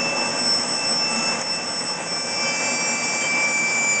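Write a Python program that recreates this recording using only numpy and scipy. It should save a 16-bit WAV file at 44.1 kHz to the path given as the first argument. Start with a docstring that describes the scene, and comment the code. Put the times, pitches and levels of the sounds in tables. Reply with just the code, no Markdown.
"""A paper slitting machine runs in a factory hall while the listener walks along its rollers.
From the start rollers and frame roar and throb, faint tones hum and the paper web hisses, while rubbing
steel parts squeal in their middle and high modes, with brief squeaks from others. Near 1.4 s the paper
flicks and the background dips briefly. From 2 s the lowest of the three squealing modes takes over
and mixes with the middle one into combination tones; the high mode dies away before the end."""
import sys
import numpy as np
from scipy.fft import rfft, irfft
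from scipy.io import wavfile

SR = 44100
rng = np.random.default_rng(int(sys.argv[2]) if len(sys.argv) > 2 else 0)


def file_out(sig):
    """Save sig as 16-bit WAV at sys.argv[1]."""
    # one column per channel
    cols = np.atleast_2d(sig).T
    # limit, then scale
    lim = np.clip(cols, -1, 1)
    pcm = np.round(lim * 32767).astype(np.int16)
    wavfile.write(sys.argv[1], SR, pcm)


N = 176400
TIME, FREQS = np.arange(N) / SR, np.arange(N // 2 + 1) * SR / N

# Spectra of the rollers and frame, and of the paper web: frequency_hz, density_db
ROAR_SPECTRUM = [(40, -93.5), (70, -82.5), (95, -78), (115, -67.5), (150, -65.5), (175, -58), (200, -63.5),
                 (238, -57.5), (270, -61.5), (420, -65.5), (470, -61.5), (540, -56.5), (590, -61),
                 (760, -61.5), (880, -61), (1050, -64.5), (1190, -63), (1270, -67.5), (1550, -66),
                 (1650, -68.5), (2020, -67), (2400, -69.5), (3000, -73.5), (3700, -80), (4200, -87.5),
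                 (5000, -100)]
HISS_SPECTRUM = [(3000, -100), (4300, -86.5), (5000, -72.5), (5600, -68.5), (6200, -68.5), (6700, -67.5),
                 (7400, -71), (8000, -72.5)]
# Rise and fall of three roar bands and the hiss along the walk: time_s, relative_level_db
BASS_ROAR_LEVEL = [(0, -38.5), (1.05, -40.5), (1.17, -38.5), (1.41, -40), (1.439, -41.5), (2.3, -42),
                   (2.75, -40), (4, -41)]
MID_ROAR_LEVEL = [(0, -30.5), (.25, -29), (.6, -31.5), (1, -31.5), (1.25, -29), (1.42, -30), (1.43, -34),
                  (2.201, -33), (2.5, -31), (3.399, -31), (3.55, -33.5), (4, -32)]
UPPER_ROAR_LEVEL = [(0, -31.5), (.6, -33.5), (1.05, -32.5), (1.2, -31), (1.42, -31.5), (1.43, -34),
                    (2.3, -35), (2.48, -31.5), (3.47, -31.5), (3.52, -33.5), (4, -32.5)]
HISS_LEVEL = [(0, -33.5), (.6, -33), (1, -34.5), (1.2, -30), (1.42, -32.5), (1.43, -36.5), (2.1, -36),
              (2.5, -29.5), (3.3, -31), (4, -32.5)]
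# Faint steady machine tones: pitch_hz, level_db
MACHINE_TONES = [(856.5, -42), (1168, -44.5), (1561, -46.5), (2008, -52)]
# Briefly excited modes: centre_s, length_s, pitch_hz, level_db
SQUEAKS = [(0.065, 0.34, 551.3, -34), (0.252, 0.5, 856.5, -37.5), (0.266, 0.12, 947, -38),
           (1.17, 0.094, 225.7, -32.5), (1.217, 0.31, 1327, -38), (1.233, 0.22, 6700, -38),
           (2.124, 0.13, 5540, -37.5), (2.383, 0.18, 5552, -29.5), (2.48, .05, 6675, -37),
           (2.49, 0.13, 3070, -42), (3.048, 0.035, 6700, -33), (3.246, 0.075, 3116, -36)]
# Buzz tones round the high mode: offset in steps of their spacing; level_db of each
BUZZ_STEPS = (-10, -2, 1, 2, 3, 4, 5)
BUZZ_DB = (-62, -54, -50, -46.5, -47, -46, -52.5)
# Envelopes of the three squealing modes: time_s, level_db
LOW = [(2.0, -55), (2.16, -40), (2.24, -40), (2.49, -26.5), (2.54, -30.0), (3.23, -28), (3.34, -22),
       (3.48, -20.5), (3.51, -25.5), (3.56, -22.0), (4.0, -23)]
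MIDDLE = [(0, -27.5), (.27, -30), (.33, -40.5), (.39, -32), (.52, -50.5), (.58, -39.5), (.625, -49),
          (.66, -36), (.7, -46), (.83, -29), (.91, -38.5), (.93, -57), (1.029, -30), (1.33, -29),
          (1.44, -46.5), (1.53, -33), (1.62, -35), (1.67, -47.5), (2.06, -37), (2.11, -49), (2.36, -39.5),
          (2.71, -31), (2.76, -42), (2.86, -33.5), (3.31, -42), (3.37, -35), (3.45, -46.5), (4, -44)]
HIGH = [(0.0, -26.5), (0.1, -30), (0.14, -44.5), (0.17, -27.5), (0.32, -30), (0.54, -20), (0.64, -29.5),
        (0.66, -46.5), (0.69, -26.5), (0.82, -29.5), (0.88, -23.5), (1.04, -23), (1.18, -31), (1.24, -25.5),
        (1.34, -26.5), (1.37, -41.5), (1.4, -32.5), (1.51, -25), (1.61, -32), (1.8, -27.5), (1.84, -40.5),
        (1.88, -28.5), (1.93, -29), (2.03, -53.5), (2.08, -33), (2.15, -27), (2.3, -33.5), (2.43, -29.5),
        (2.47, -37.5), (3.0, -53), (3.04, -35), (3.7, -66.5)]
# Envelopes of the second and third harmonics: time_s, level_db
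LOW_2 = [(2.35, -69.5), (2.48, -42), (2.82, -35.5), (2.88, -44.5), (3.04, -35), (3.08, -39.5),
         (3.27, -35.5), (3.37, -45), (3.7, -39), (3.92, -54), (3.96, -34), (4.0, -41)]
LOW_3 = [(2.7, -52.5), (2.73, -50), (3.45, -41.5), (3.55, -28.5), (3.689, -39), (3.79, -30.5),
         (3.92, -23.5), (4.0, -34.5)]
MIDDLE_2 = [(0.0, -35.5), (0.13, -44.5), (0.75, -33.5), (1.11, -52), (1.17, -40), (1.49, -46), (2.38, -50),
            (2.45, -37), (2.76, -39), (2.84, -36), (2.97, -48), (3.11, -38), (3.23, -54), (3.3, -34.5),
            (3.5, -39), (3.59, -49), (3.7, -35.5)]
MIDDLE_3 = [(0.0, -62.5), (0.05, -47), (0.2, -46), (0.29, -32.5), (0.33, -46.5), (0.41, -32.5),
            (0.6, -41.5), (0.79, -33), (0.839, -48), (0.908, -29.5), (1.04, -64.5), (1.11, -35),
            (1.139, -33), (1.189, -52), (1.26, -37.5), (1.501, -49), (1.56, -36.5), (1.601, -55),
            (1.66, -41), (1.87, -36), (1.95, -46), (2.3, -38.5)]
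# Envelopes of the combination tones: time_s, level_db
SUM = [(2.2, -56), (2.31, -40.5), (2.49, -33.5), (2.84, -62.5), (3.45, -37.5), (3.51, -49), (3.66, -39.5),
       (3.93, -37), (4.0, -55)]  # low + middle
SUM_LOW = [(2.4, -47.5), (2.74, -30), (2.81, -42.5), (2.88, -28.5), (2.96, -29.5), (3.02, -41),
           (3.1, -32.5), (3.27, -32.5), (3.32, -48.5), (3.92, -34.5), (4.0, -46)]  # 2 low + middle
SUM_MIDDLE = [(2.2, -51.5), (2.74, -38), (3.6, -38.5), (3.65, -54.5), (3.72, -36.5), (4.0, -52.5)]  # low + 2 middle
DIFFERENCE = [(2.4, -50.0), (2.5, -32), (2.52, -44), (2.89, -26.5), (2.99, -40), (3.11, -36), (3.39, -57),
              (3.44, -33), (3.6, -46)]  # 3 middle - low
# Partials of the rubbing contact: low_multiple, middle_multiple, envelope
CONTACT_PARTIALS = [(1, 0, LOW), (0, 1, MIDDLE), (2, 0, LOW_2), (3, 0, LOW_3), (0, 2, MIDDLE_2),
                    (0, 3, MIDDLE_3), (1, 1, SUM), (2, 1, SUM_LOW), (1, 2, SUM_MIDDLE), (-1, 3, DIFFERENCE)]
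# The recorder's response round half its sampling rate: frequency_hz, gain_db
ROLL_OFF = [(7300, 0), (7700, 0.5), (8000, -3.5), (8350, -9.5), (8680, -22), (9000, -34)]


def from_db(db):
    """Amplitude grows tenfold for every 20 dB."""
    return 10 ** (np.asarray(db) / 20)


def gain_at(spectrum, hz):
    """Gain of a spectrum, interpolated in decibels over log frequency."""
    frequency_hz, db = np.transpose(spectrum)
    return from_db(np.interp(np.log(hz + 1e-9), np.log(frequency_hz), db))


def high_pass(edge_hz, power):
    """A high-pass response: one half at the edge, falling as a power law below it."""
    return 1 / (1 + (edge_hz / (FREQS + 1)) ** power)


def drift(rate_hz):
    """Low-passed noise gives a slow random fluctuation of unit standard deviation."""
    slow = irfft(rfft(rng.standard_normal(N)) / (1 + (FREQS / rate_hz) ** 2), N)
    return slow / slow.std()


def envelope(curve):
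    """Amplitude along a level curve, with exponential decay of 110 dB/s beyond its ends."""
    time_s, db = np.transpose(curve)
    outside_s = np.maximum(time_s[0] - TIME, 0) + np.maximum(TIME - time_s[-1], 0)
    return from_db(np.interp(TIME, time_s, db) - 110 * outside_s)


def swing(curve):
    """An envelope normalised to unit mean power."""
    gain = envelope(curve)
    return gain / np.sqrt(np.mean(gain ** 2))


def noise(spectrum, band_gain=1):
    """Filtering gives white noise the stated spectral density."""
    white = rfft(rng.standard_normal(N))
    return irfft(white * gain_at(spectrum, FREQS) * band_gain, N) * np.sqrt(SR / 2)


def phase_of(hz, wander_hz):
    """Phase is the integral of frequency, which here wanders randomly about its mean."""
    pitch_hz = hz + wander_hz * drift(rate_hz=9.07)
    return 2 * np.pi * (np.cumsum(pitch_hz) / SR + rng.random())


def hall_tone(phase, scatter, rate_hz):
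    """Interference: a direct tone adds to its shifting hall reflections, at an rms near 1."""
    field = 1 + scatter * (drift(rate_hz) + 1j * drift(rate_hz))
    return np.real(field * np.exp(1j * phase)) * np.sqrt(2 / (1 + 2 * scatter ** 2))


def rollers():
    """Broadband roar: three bands share its power, each changing as the listener moves."""
    above_bass, above_mid = high_pass(edge_hz=395, power=8), high_pass(edge_hz=996, power=8)
    bands = [(1 - above_bass, BASS_ROAR_LEVEL),
             (above_bass * (1 - above_mid), MID_ROAR_LEVEL),
             (above_mid, UPPER_ROAR_LEVEL)]
    flutter = from_db(0.94 * drift(rate_hz=20))
    return flutter * sum(noise(ROAR_SPECTRUM, np.sqrt(share)) * swing(level) for share, level in bands)


def paper(flick_s=1.415, flick_half_s=0.0033, flick_edge_hz=6000):
    """Band-limited noise: the web hisses over the rollers and flicks once in the top of its band."""
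    hiss = noise(HISS_SPECTRUM) * swing(HISS_LEVEL) * from_db(0.5 * drift(rate_hz=30))
    flick = from_db(11) * np.exp(-((TIME - flick_s) / flick_half_s) ** 2)
    return hiss + flick * noise(HISS_SPECTRUM, FREQS > flick_edge_hz)


def with_reflections(sound, delays_s=(0.01153, 0.01243), levels_db=(-11.5, -15)):
    """Comb filtering: two hard faces about two metres off send the treble back repeatedly."""
    echoes = sum(from_db(db) * np.exp(-2j * np.pi * FREQS * delay_s)
                 for db, delay_s in zip(levels_db, delays_s))
    return irfft(rfft(sound) / (1 - echoes * high_pass(edge_hz=2100, power=4)), N)


def throb(turns_per_s=4.47, peak_s=2.72, frame_hz=237.2, depth_db=5):
    """Amplitude modulation: a roll slightly out of true sets the frame booming once a turn."""
    turn = np.cos(2 * np.pi * turns_per_s * (TIME - peak_s))
    boom = hall_tone(phase_of(frame_hz, wander_hz=5), scatter=0.28, rate_hz=13)
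    return from_db(-44 + depth_db * turn) * swing(BASS_ROAR_LEVEL) * boom


def machine_hum():
    """Superposition of faint steady machine tones, which swell with the roar's middle band."""
    hum = sum(from_db(db) * hall_tone(phase_of(hz, wander_hz=0.9), scatter=0.4, rate_hz=5.4)
              for hz, db in MACHINE_TONES)
    return swing(MID_ROAR_LEVEL) * hum


def squeaks():
    """Frictional excitation: other modes catch for a moment, swell and let go."""
    out = 0
    for centre_s, length_s, hz, db in SQUEAKS:
        swell = from_db(db) * np.exp(-np.abs(2 * (TIME - centre_s) / length_s) ** 3)
        out += swell * hall_tone(phase_of(hz, wander_hz=2.54), scatter=0.23, rate_hz=28)
    return out


def whistle(high_hz=5376.3, spacing_hz=86.7):
    """Friction excites the high mode; a faint buzz of tones rings round it, partly following its level."""
    high_phase = phase_of(high_hz, wander_hz=2.975)
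    spacing_phase = phase_of(spacing_hz, wander_hz=1.2)
    buzz = sum(from_db(db) * hall_tone(high_phase + step * spacing_phase, scatter=1.1, rate_hz=11)
               for step, db in zip(BUZZ_STEPS, BUZZ_DB))
    mode = from_db(0.62) * envelope(HIGH) * hall_tone(high_phase, scatter=0.16, rate_hz=18)
    return mode + swing(HIGH) ** 0.43 * buzz  # the buzz follows 43% of the mode's swing in dB


def squeal(low_hz=2333.1, middle_hz=2655.7):
    """Nonlinear mixing: one rubbing contact adds harmonics and combination tones to two modes."""
    low_phase = phase_of(low_hz, wander_hz=0.76)
    middle_phase = phase_of(middle_hz, wander_hz=1.58)
    out = 0
    for m, n, level in CONTACT_PARTIALS:
        is_fundamental = abs(m) + abs(n) == 1
        scatter, rate_hz = (0.09, 20) if is_fundamental else (0.22, 15)
        partial = hall_tone(m * low_phase + n * middle_phase, scatter, rate_hz)
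        roll_off = gain_at(ROLL_OFF, m * low_hz + n * middle_hz)
        out += envelope(level) * partial / roll_off  # each partial keeps its level through the roll-off
    return from_db(0.04) * out


def scene(dip_s=1.444, dip_half_s=0.018, dip_db=-3.5):
    """Superposition of all sources in mono; the background dips briefly after the flick."""
    rubbing_steel = squeal() + whistle() + squeaks()
    background = machine_hum() + throb() + with_reflections(rollers() + paper())
    dip = from_db(dip_db * np.exp(-((TIME - dip_s) / dip_half_s) ** 4))
    return (rubbing_steel + dip * background)[None]


def record(dry, notch_hz=4156, notch_half_hz=97, notch_db=-12.5, sampling_hz=16000, cutoff_hz=9000):
    """Imaging: after a notch, a low sampling rate mirrors the top of the band up to a steep cut."""
    notch = from_db(notch_db / (1 + ((FREQS - notch_hz) / notch_half_hz) ** 2))
    baseband = irfft(rfft(dry) * notch * (FREQS < sampling_hz / 2), N)
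    mirrored = baseband * (1 + 2 * np.cos(2 * np.pi * sampling_hz * TIME))
    cut = np.clip((cutoff_hz + 30 - FREQS) / 80, 0, 1)
    return irfft(rfft(mirrored) * gain_at(ROLL_OFF, FREQS) * cut, N)


dry = scene()
out = record(dry)
file_out(out)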